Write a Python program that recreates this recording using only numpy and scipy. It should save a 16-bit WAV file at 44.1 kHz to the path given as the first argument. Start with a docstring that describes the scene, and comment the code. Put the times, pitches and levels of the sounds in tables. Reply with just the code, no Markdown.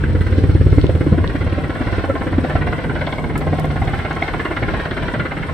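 """On a grass airfield, a helicopter flies in low and turns side-on into a hover.
Each blade pass brings a pressure thump, a slap where it cuts the wake, and a swish of tip noise.
These beats are shaped single clicks and bursts of noise; hard strikes are short rings.
Steady coloured noise makes the roar of downwash and turbines; wavering sines make a drone and a tail hum.
An insect chirps in the grass with gliding sines; a few small ticks of noise sound close by."""
import sys
import numpy as np
from scipy import signal
from scipy.fft import rfft, irfft
from scipy.io import wavfile
from scipy.ndimage import map_coordinates

SR = 44100
rng = np.random.default_rng(int(sys.argv[2]) if len(sys.argv) > 2 else 0)


def store_wav(level_fs):
    """Save 16-bit WAV to argv[1]."""
    pcm = np.round(np.clip(np.atleast_2d(level_fs), -1, 1) * 32767)
    wavfile.write(sys.argv[1], SR, pcm.T.astype(np.int16))


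N = 243873
T = np.arange(N) / SR   # time of each sample, in seconds
BINS = np.maximum(np.arange(N // 2 + 1) * SR / N, 1)   # pitch of each spectrum bin, in Hz

BLADE_HZ = 17.42   # passes of a main rotor blade per second
# How far ahead of the thump each sound comes, in seconds
SLAP_AHEAD_S, CHUFF_AHEAD_S, SWISH_AHEAD_S = 0.003007, 0.0064, 0.0078

# How hard the blades are loaded: heavy in the flare, then surging as the machine settles and turns.
# Each row: time in seconds, loading in dB (only its swings around the mean are used).
BLADE_LOADING = [(0.04, -18), (0.21, -16.5), (0.27, -19), (0.33, -16.5), (0.44, -14.5), (0.7, -12.5),
                 (0.85, -13), (0.96, -18), (1.07, -21), (1.126, -14.5), (1.183, -25.5), (1.24, -17.5),
                 (1.31, -23.5), (1.47, -19), (1.7, -30.5), (1.81, -20.5), (1.99, -17.5), (2.04, -29.5),
                 (2.39, -21), (2.5, -29), (2.56, -16.5), (2.65, -26.5), (2.84, -23.5), (3.3, -33),
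                 (3.47, -22.5), (3.65, -23.5), (3.82, -17.5), (3.88, -20), (3.94, -24), (4.11, -26),
                 (4.17, -30.5), (4.57, -32), (4.63, -22.5), (4.91, -28), (5.49, -29)]
# Strength of the tip noise, growing as the machine comes side-on.
# Each row: time in seconds, strength in dB (only its swings around the mean are used).
TIP_NOISE = [(0.04, -30), (0.1, -40), (0.2, -34), (0.62, -38), (1.45, -34), (2.1, -29.5), (2.27, -31),
             (2.95, -30.5), (3.2, -35.5), (3.41, -34.5), (3.65, -34.5), (3.76, -30), (4.3, -29.5),
             (4.57, -27), (4.8, -28.5), (5.2, -26.5), (5.49, -33)]


def from_db(db):
    """Turn decibels into a gain."""
    return 10 ** (np.asarray(db) / 20)


def rms_one(x):
    """Scale a sound to an rms level of 1."""
    return x / np.sqrt(np.mean(x ** 2) + 1e-20)


def in_time(rows, t=T):
    """Read each column of a curve at the times t."""
    s, *columns = np.transpose(rows)
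    return [np.interp(t, s, c) for c in columns]


def following(curve, db, share):
    """A level in dB over time: its mean, plus a share of the swing of a control curve."""
    control, = in_time(curve)
    return db + share * (control - control.mean())


def coloured(x, spectrum, turn=1):
    """Filter x with a spectrum and turn its phase; the result has rms 1."""
    hz, db = np.transpose(spectrum)
    gain_db = np.interp(np.log(BINS), np.log(hz), db, left=-90, right=-90)
    return rms_one(irfft(rfft(x) * turn * from_db(gain_db), N))


def drift(rate):
    """A smooth random wander with rms 1, through `rate` random points per second."""
    knots = rng.standard_normal(int(N / SR * rate) + 4)
    coarse = T[::24]
    curve = map_coordinates(knots, [coarse * rate + 1], order=3, mode="nearest")
    return rms_one(np.interp(T, coarse, curve))


def stereo_noise(side_db):
    """White noise common to both ears, plus a part in which they differ."""
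    mid, side = rng.standard_normal((2, N))
    return rms_one(mid + from_db(side_db) * side * np.array([[1], [-1]]))


def blade_times():
    """When the thump of each blade arrives, in seconds."""
    # Delay of the thump within each blade period, shifting with range and heading.
    # Each row: time in seconds, delay in seconds.
    delay = [(0, 0.041), (.6, 0.038), (2, 0.034), (2.5, 0.033), (3, 0.03), (3.4, 0.029), (3.8, .0338),
             (4.3, 0.036), (5.53, 0.034)]
    passes = np.arange(int(N / SR * BLADE_HZ)) / BLADE_HZ
    return passes + in_time(delay, passes)[0]


def beats(times, level_db, jitter_s, spread_db):
    """One impulse per blade, each a little off in moment and strength; also their rms level."""
    late, strong = rng.standard_normal((len(times), 2)).T
    at = np.clip(((times + jitter_s * late) * SR).astype(int), 0, N - 1)
    out = np.zeros(N)
    out[at] = from_db(level_db[at] + spread_db * strong)
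    level = np.sqrt(np.mean(from_db(level_db[at]) ** 2))   # without the random spread
    return out, level


def bursts(train, rise_s, decay_s):
    """Each impulse opens an envelope that swells and dies away."""
    age = T[:SR // 8]
    envelope = (1 - np.exp(-(age / rise_s) ** 2)) * np.exp(-age / decay_s)
    return signal.fftconvolve(train, envelope)[:N]


def throb(times):
    """A swing between 1 at each blade pass and -1 between passes."""
    blade_count = np.interp(T, times, np.arange(len(times)))
    return np.cos(2 * np.pi * blade_count)


def multipath(x, level_db, wander_s):
    """Ground and eddies add short paths of wandering length, so the colour shifts from beat to beat."""
    out = x.copy()
    for lag_s in [.0023, .0037, .0052, .0071]:
        late = T - lag_s - wander_s * drift(2.5)
        copy = np.array([np.interp(late, T, ear) for ear in x])
        out += from_db(level_db) * drift(5) * copy
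    return out / np.sqrt(1 + 4 * from_db(level_db) ** 2)   # allow for the power of the four copies


def ground_bounce(x, level_db):
    """The grass returns a copy a few milliseconds late; its comb of colour slides as the machine moves."""
    # Lag of the bounce off the ground. Each row: time in seconds, lag in seconds.
    bounce_lag = [(0, .0036), (2.1, .0039), (2.7, .0036), (3.4, .0029), (5.53, .0029)]
    lag_s, = in_time(bounce_lag)
    bounce = np.array([np.interp(T - lag_s, T, ear) for ear in x])
    return (x + from_db(level_db) * bounce) / np.hypot(1, from_db(level_db))


def echoes(x, level_db, decay_s):
    """The tree line scatters a few dull echoes, different at each ear."""
    lag_s = rng.uniform(.008, .2, (2, 30))
    taps = np.zeros((2, SR // 4))
    for ear in range(2):
        signs = rng.choice([-1, 1], lag_s.shape[1])
        taps[ear, (lag_s[ear] * SR).astype(int)] = signs * np.exp(-lag_s[ear] / decay_s)
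    taps /= np.sqrt(np.sum(taps ** 2, axis=1, keepdims=True))
    dull = signal.sosfilt(signal.butter(1, 2500, fs=SR, output="sos"), x)
    return from_db(level_db) * signal.fftconvolve(dull, taps, axes=1)[:, :N]


def insect():
    """A thin chirp of arched and falling notes, made of gliding sines, repeats steadily a little to the left."""
    chirp_hz = 11.42   # chirps per second
    # The notes of one chirp. Each row: middle of the note as a share of the cycle, middle pitch in Hz,
    # glide in Hz per half length, fall to either side in Hz, half length in seconds,
    # level in dB before its wander and the balance between the ears.
    notes = [(.52, 9030, -70, 230, .010, -57), (.82, 8600, 0, 200, .007, -64),
             (.5, 7950, -230, 130, .009, -63.5), (.2, 8950, -150, 150, .006, -66),
             (.17, 9520, -100, 100, .005, -72)]
    out = np.zeros(N)
    for share, middle_hz, glide_hz, fall_hz, half_s, db in notes:
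        from_middle_s = ((T * chirp_hz - share + .5) % 1 - .5) / chirp_hz
        age = np.clip(from_middle_s / half_s, -3, 3)   # in half lengths
        hz = middle_hz + glide_hz * age - fall_hz * age ** 2 + 30 * drift(200)
        tone = np.sin(2 * np.pi * np.cumsum(hz) / SR)
        out += from_db(db + 1.6 * drift(12.0)) * np.exp(-age ** 2) * tone
    return out * from_db([[4.5], [-1]])   # left, right


def ticks():
    """Dry ticks: noise in one broad band dies within about a millisecond, then leaves a very faint tail."""
    # Small ticks nearby. Each row: start in seconds, peak level in dB, lowest Hz, highest Hz,
    # decay in seconds.
    tick_rows = [(.2115, -37, 8300, 12100, .0008), (0.814, -20, 2800, 4100, .001),
                 (0.8664, -19.5, 2780, 4000, 0.0015), (.8955, -43, 8800, 12440, .0008),
                 (1.0435, -41, 8900, 12500, .0008), (1.2763, -15, 2680, 4200, 0.00072),
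                 (3.3788, -16, 5870, 14700, 0.00031), (3.5975, -22, 3467, 13000, 0.0014),
                 (3.656, -30, 5000, 14000, 0.00081), (3.852, -33, 4030, 9000, .001),
                 (4.131, -33, 4000, 7450, 0.00078), (4.153, -33.5, 4050, 7500, 0.00078)]
    out = np.zeros((2, N))
    age = T[:SR // 12]
    for s, db, low_hz, high_hz, decay_s in tick_rows:
        envelope = np.exp(-age / decay_s) + 0.07 * np.exp(-age / 0.018)
        crackle = rng.standard_normal((2, len(age))) * envelope
        crackle = signal.lfilter(*signal.butter(2, [low_hz, high_hz], "band", fs=SR), crackle)
        at = int(s * SR)
        out[:, at:at + len(age)] += from_db(db) * crackle / np.abs(crackle).max()
    return out


def roar(times):
    """Downwash noise follows the loading, exhaust noise opens up side-on; all waver in the moving air."""
    # Colours of the downwash, exhaust, turbine hiss and high air. 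Each row: pitch in Hz, level in dB per Hz
    # (only the shape counts).
    wash_colour = [(12, -39), (28, -5.5), (55, 1.5), (88, -1), (160, -1), (205, -5), (290, -7), (450, -11),
                   (700, -25), (1200, -67)]
    engine_colour = [(250, -16), (450, 3), (740, -0.5), (900, -2), (1080, -0.5), (1240, -6), (1500, 0),
                     (1820, -6), (2100, -4), (2450, -11), (3000, -11.5), (3500, -15), (4500, -27),
                     (7000, -55)]
    hiss_colour = [(2500, 2.5), (3500, 3), (4200, 7), (4900, -1.5), (5400, 1.5), (6200, -9.5), (6900, -23),
                   (9000, -24)]
    air_colour = [(5000, -2.5), (6900, -7), (7700, -1), (8600, 3.5), (9100, -3.5), (9500, -10),
                  (10600, -17.5), (11700, -9), (14000, -12.5), (15800, -13.5)]
    # Levels of the turbine hiss and high air before wavering. Each row: time in seconds, level in dB.
    hiss_level = [(0, -49), (.22, -48), (.38, -43.5), (.44, -46.5), (.5, -43.5), (.7, -47), (1, -47.5),
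                  (1.4, -50), (2.2, -48.5), (3.1, -50.5), (3.6, -49.5), (3.85, -46), (4.2, -48.5),
                  (4.6, -47), (4.9, -48.5), (5.53, -51)]
    air_level = [(0, -55), (2.8, -54.5), (3.25, -54), (4.2, -53.5), (5.53, -55)]

    wash_db = following(BLADE_LOADING, db=-25.0, share=0.2) + 2.4 * drift(14)
    wash = from_db(wash_db) * coloured(stereo_noise(side_db=-11.5), wash_colour)

    engine_db = following(TIP_NOISE, db=-33.0, share=0.32) + 0.6 * drift(12)
    engine = from_db(engine_db) * coloured(stereo_noise(side_db=-3.5), engine_colour)

    hiss_db, = in_time(hiss_level)
    hiss_db = hiss_db + 0.55 * throb(times - SWISH_AHEAD_S) + 1.44 * drift(18) + 1.6 * drift(120)
    hiss = from_db(hiss_db) * coloured(stereo_noise(side_db=1.0), hiss_colour)

    air_db, = in_time(air_level)
    air_db = air_db + 1.2 * drift(16) + 1.1 * drift(150) + .6 * throb(times)
    air = from_db(air_db) * coloured(stereo_noise(side_db=2.5), air_colour)
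    air = air * from_db([[.9], [-.9]])   # a touch to the left

    return wash + multipath(engine + hiss, level_db=-5.0, wander_s=.0001) + air


def drone(times):
    """The airframe's low wavering sine, chopped by the main rotor's wake, strongest on approach and turn."""
    # Each row: time in seconds, pitch in Hz before its wander, level in dB before flutter and a small cut.
    drone_curve = [(0, 145, -26), (.18, 131.9, -20.5), (.27, 135.8, -42), (.45, 150.4, -25),
                   (.7, 149.3, -20), (1, 152.3, -32.5), (1.14, 151.7, -18.5), (1.25, 150, -48),
                   (2.3, 151.1, -48), (2.5, 151.5, -24.5), (2.85, 151, -31), (3.3, 151.1, -36),
                   (3.48, 151.2, -22), (3.84, 150.8, -24), (3.95, 150.7, -36), (4.2, 151, -32),
                   (4.4, 151, -39.5), (5.53, 154.2, -34)]
    hz, level_db = in_time(drone_curve)
    flutter_db = 2.2 * drift(26) + 1.5 * throb(times)
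    phase = 2 * np.pi * np.cumsum(hz + 3 * drift(14)) / SR
    ears = np.array([phase + .3 * drift(9), phase + 0.26 * drift(10)])
    return from_db(level_db - 0.9 + flutter_db) * np.sqrt(2) * np.sin(ears)


def tail_rotor(times):
    """The fast small rotor hums on its blade rate, and throbs as each main blade's wake crosses it."""
    tail_hz = 85.63   # blade rate of the tail rotor, before its wander
    # The hum swells and fades as the tail swings.
    # Each row: time in seconds, strength in dB (only its swings around the mean are used).
    tail_swing = [(0, -15.5), (.35, -24), (.67, -15), (.75, -39), (.88, -11), (1.06, -27), (1.22, -10.5),
                  (1.35, -36.5), (1.48, -18.5), (1.75, -35), (1.83, -22.5), (2.0, -23.5), (2.24, -27.5),
                  (2.35, -19), (2.72, -37.5), (2.95, -26), (3.08, -44), (3.22, -28), (3.37, -36),
                  (3.48, -14.5), (3.65, -36.5), (3.76, -18.5), (3.97, -34), (5.53, -34.5)]
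    level_db = following(tail_swing, db=-31.0, share=1.0) + 0.72 * throb(times)
    phase = 2 * np.pi * np.cumsum(tail_hz + 2.203 * drift(9)) / SR
    ears = np.array([phase + 0.31 * drift(6.9), phase + 0.21 * drift(6.9)])
    hum = np.sin(ears) + from_db(-17.0) * np.sin(2 * ears)   # with a weak octave
    return from_db(level_db + 3.1 * drift(20)) * rms_one(hum)


def rasp(times):
    """The finest eddies at the tip add a short bright edge of noise to each swish."""
    # The rasp comes and goes with the tilt of the disc.
    # Each row: time in seconds, strength in dB (only its swings around the mean are used).
    rasp_swing = [(0, -51), (.4, -52), (.6, -54.5), (1.5, -52), (1.7, -47.5), (2.0, -62), (2.15, -48),
                  (2.9, -51), (3.02, -39.5), (3.14, -38.5), (3.22, -54.5), (3.7, -49), (3.77, -44),
                  (4.1, -47.5), (4.22, -40.5), (4.5, -53), (4.57, -40), (4.85, -49), (5.03, -39),
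                  (5.3, -52.5), (5.49, -61.5)]
    # Its colour. Each row: pitch in Hz, level in dB per Hz (only the shape counts).
    rasp_colour = [(2200, -15), (2850, -0.5), (3450, 6.5), (3800, -3), (4150, -3.5), (5000, -15),
                   (8000, -44)]
    rasp_db = following(rasp_swing, db=-51.5, share=0.91)
    train, level = beats(times, rasp_db, jitter_s=.0005, spread_db=2.8)
    edge = bursts(train, rise_s=0.0025, decay_s=0.0097) * stereo_noise(side_db=-4.5)
    return level * coloured(edge, rasp_colour)


def chuff(times):
    """Turbulence rolling over the blade gives each beat a rough, hollow bark of noise."""
    # Turbulence on the blades.
    # Each row: time in seconds, strength in dB (only its swings around the mean are used).
    turbulence = [(0, -44), (.55, -52.5), (.95, -36), (1.8, -33), (2.1, -30), (2.56, -29.5), (3.2, -34),
                  (3.5, -28.5), (3.9, -37.5), (4.3, -34.5), (4.6, -33.5), (5.53, -33.5)]
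    # Colour of the bark. Each row: pitch in Hz, level in dB per Hz (only the shape counts).
    chuff_colour = [(250, -4), (450, -7.5), (620, 4), (740, 1), (900, -7), (1080, -0.5), (1250, -31),
                    (1600, -27), (3000, -37.5)]
    chuff_db = following(turbulence, db=-36.0, share=1.0)
    train, level = beats(times, chuff_db, jitter_s=0.0029, spread_db=2.5)
    air = bursts(train, rise_s=0.0034, decay_s=0.019) * stereo_noise(side_db=-13.0)
    return level * multipath(coloured(air, chuff_colour), level_db=-12.5, wander_s=0.00039)


def swish(times):
    """Ragged tip noise flares as each blade sweeps toward the listener; hollow pitches ring within it."""
    # Colour of the tip noise. Each row: pitch in Hz, level in dB per Hz (only the shape counts).
    swish_colour = [(800, -14), (1240, 0), (1400, 3.5), (1570, 4), (1820, 0.5), (2120, 2), (2450, -10),
                    (2900, -9), (3450, -19.5), (4150, -20), (5000, -41), (10000, -64)]
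    # Hollow pitched colours ring within the swish, from a single beat to well over a second.
    # Each row: middle in seconds, half length in seconds, pitch in Hz before its wander, level in dB.
    hollow_pitches = [(2.102, 0.02, 1360, -28), (2.94, 0.25, 1490, -35.5), (3.206, 0.26, 2178, -37),
                      (3.207, 0.33, 998, -39.5), (3.797, 0.84, 770, -33.5), (4.064, 0.52, 2116, -37),
                      (4.28, 0.28, 1064, -35.5), (4.522, 0.66, 363.5, -32), (4.7, 0.61, 1450, -37)]
    pitch_wander = .02   # share of the pitch

    tips_db = following(TIP_NOISE, db=-33.5, share=0.8)
    train, level = beats(times, tips_db, jitter_s=0.00046, spread_db=0.2)
    flare = bursts(train, rise_s=0.005, decay_s=0.013)
    air = flare * from_db(2.0 * drift(450)) * stereo_noise(side_db=-6.0)
    out = level * multipath(coloured(air, swish_colour), level_db=-7.0, wander_s=0.00019)
    for s, half_s, hz, db in hollow_pitches:
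        swell = np.exp(-((T - s) / half_s) ** 2)
        phase = 2 * np.pi * np.cumsum(hz * (1 + pitch_wander * drift(12))) / SR
        # Random sine and cosine strengths turn the pure pitch into a narrow band
        wavering = drift(170) * np.sin(phase) + drift(170) * np.cos(phase)
        tone = flare * swell * wavering
        out = out + from_db(db) * rms_one(tone) * np.sqrt(np.mean(swell ** 2))
    return out


def slap(times):
    """A blade cuts wake vortices: a sharp crack, a second one just after, and a short turbulent burst."""
    second_crack_s = 0.0052   # gap between the two cracks
    # How hard the blades cut their own wake.
    # Each row: time in seconds, strength in dB (only its swings around the mean are used).
    wake = [(0.04, -24.5), (0.21, -25.5), (0.45, -23.5), (0.8, -20), (1.13, -19.5), (1.3, -29), (1.7, -23),
            (2.1, -23.5), (2.5, -21.5), (2.67, -26), (3.3, -29), (3.53, -23), (4.05, -34), (4.23, -28.5),
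            (4.65, -33), (4.9, -34.5), (5.1, -28), (5.49, -35.5)]
    # Colour of the cracks and burst. Each row: pitch in Hz, level in dB per Hz (only the shape counts).
    slap_colour = [(70, -14), (130, -17.5), (200, -7), (250, 3.5), (310, 5.5), (400, -8.5), (510, -1),
                   (620, -16.5), (800, -32), (1200, -50), (3000, -58)]
    wake_db = following(wake, db=-27.5, share=0.95)
    first, level = beats(times, wake_db, jitter_s=0.001, spread_db=2.5)
    second, _ = beats(times + second_crack_s, wake_db, jitter_s=0.00095, spread_db=2.0)
    cracks = coloured(first - 0.78 * second, slap_colour, turn=-1)
    envelope = bursts(first, rise_s=.0015, decay_s=.009)
    burst = coloured(envelope * stereo_noise(side_db=-7.5), slap_colour)
    return level * (from_db(-4.5) * cracks + from_db(-4.5) * burst)


def strikes():
    """A close vortex strike is a hard spike of suction with a rebound: often one dry cycle, or a short ring."""
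    strike_skew = .7   # radians: 0 is a pure dip of suction, more adds a push after it
    # Hard strikes of a blade on a tip vortex; some ring at two pitches at once.
    # Each row: middle in seconds, level in dB, ring pitch in Hz, ring decay in cycles.
    strike_rows = [(0.042, -11.5, 328, 0.77), (0.041, -13.5, 1580, 1.9), (.096, -14, 243, .6),
                   (.158, -16, 300, 0.53), (.212, -13.5, 280, 0.39), (.326, -19, 400, 0.46),
                   (0.3849, -8, 368, 0.77), (.44, -6, 380, 0.75), (.4995, -11.5, 382, 1),
                   (.555, -16, 380, 0.5), (.613, -8, 378, 0.42), (.6665, -8.5, 368, 0.59),
                   (0.7285, -4, 363, 0.57), (.783, -2, 284, 1.23), (.843, -2.5, 332, 0.94),
                   (.895, -8.5, 516, 0.49), (.954, -16, 435, 0.29), (1.0115, -3, 300, 0.59),
                   (1.065, -10, 370, 0.45), (1.127, -6, 205, 0.98), (1.183, -12.5, 263, 0.79),
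                   (1.244, -16, 1025, 1.7), (1.355, -9.5, 271.7, 1.16), (1.355, -17, 799, 0.31),
                   (1.582, -16.5, 557, 1.4), (1.984, -9.5, 336, 0.3), (2.041, -10, 476, 0.41),
                   (2.1, -8, 545, 3), (2.145, -11, 295, 0.41), (2.273, -19, 447, 1.5),
                   (2.386, -7, 270, 0.64), (2.449, -12, 694, 1.5), (2.499, -13, 325, 0.4),
                   (2.557, -7.5, 700, 1.44), (2.954, -13, 299, 0.9), (3.471, -16, 520, 0.34),
                   (3.533, -10.5, 248, 1.9), (3.536, -16.5, 720, 3.7), (3.646, -16, 710, 0.65),
                   (3.822, -15, 760, 1.1), (4.223, -15, 670, 1.9), (4.226, -9, 2140, 2.8),
                   (4.284, -33, 1090, 1.1), (4.34, -14, 1067, 0.5), (4.457, -19.5, 1086, 9.2),
                   (4.573, -15.5, 1670, 1.7), (4.74, -13.5, 656, 1.1), (4.802, -20.5, 635, 1.2)]
    out = np.zeros(N)
    for s, db, hz, cycles in strike_rows:
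        near = np.abs(T - s) < .03
        phase = (T[near] - s) * hz   # in cycles
        envelope = np.exp((.2 - np.hypot(phase, .2)) / cycles)   # falls both ways from a rounded top
        out[near] -= from_db(db) * np.cos(2 * np.pi * phase + strike_skew) * envelope
    return out


def thump(times):
    """The loaded blade sends a deep suction between two softer pushes: the same wave shape each pass, its
    strength rising and falling with the loading."""
    thump_skew = 0.93   # radians: 0 is a pure dip of suction, more adds a push after it
    # Colour of the thump. Each row: pitch in Hz, level in dB per Hz (only the shape counts).
    thump_colour = [(18, -28), (35, -3.5), (52, 2), (70, 3), (87, 6), (105, 3.5), (125, -1), (180, -12.5),
                    (300, -16.5), (520, -25), (700, -61), (1200, -66)]
    loading_db = following(BLADE_LOADING, db=-27.5, share=1.55)
    train, level = beats(times, loading_db, jitter_s=0.00019, spread_db=0.8)
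    wave = coloured(train, thump_colour, turn=-np.exp(1j * thump_skew))
    return level * wave * from_db([[-.9], [-.1]])   # left, right


def microphones(x, lag_s):
    """A close pair: the right one hears slightly later, and the width varies with pitch."""
    # How wide the pair hears each register.
    # Each row: pitch in Hz, gain in dB on the difference between the ears.
    width = [(30, 9), (80, 1.5), (130, 5.5), (195, 2), (300, -2.5), (600, -8), (760, -4.5), (900, 1),
             (1200, 0.5), (1500, 0.5), (1830, -0.5), (2100, -0.5), (2500, 0), (9000, -3)]
    hz, db = np.transpose(width)
    side_gain = from_db(np.interp(np.log(BINS), np.log(hz), db))
    mid = (x[0] + x[1]) / 2
    side = irfft(rfft((x[0] - x[1]) / 2) * side_gain, N)
    late = np.exp(-2j * np.pi * BINS * lag_s)   # a delay, as a turn of each bin
    return np.array([mid + side, irfft(rfft(mid - side) * late, N)])


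def scene():
    """Both rotors, echoes of the blade beats, the steady roar and the small sounds of the field."""
    blades = blade_times()
    steady = roar(blades) + drone(blades) + tail_rotor(blades)

    tip_times = blades - SWISH_AHEAD_S
    rush = chuff(blades - CHUFF_AHEAD_S) + swish(tip_times) + rasp(tip_times)
    chop = slap(blades - SLAP_AHEAD_S) + ground_bounce(rush, level_db=-20.5)
    pressure = thump(blades)
    far = echoes(chop, level_db=-7.0, decay_s=0.054) + echoes(pressure, level_db=-12.0, decay_s=0.064)

    hits = np.array([strikes()] * 2)   # the same at both ears
    hits = hits + echoes(hits, level_db=-9.5, decay_s=.025)
    return insect() + ticks() + steady + far + chop + hits + pressure


def record(dry):
    """The microphone pair; the highest peaks are rounded and the top is cut."""
    cutoff_hz = 15700
    x = microphones(dry, lag_s=.000015)
    rounded = x / (1 + x ** 6) ** (1 / 6)
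    low_pass = signal.ellip(10, .1, 80, cutoff_hz, fs=SR, output="sos")
    return signal.sosfilt(low_pass, rounded)


dry = scene()
out = record(dry)
store_wav(out)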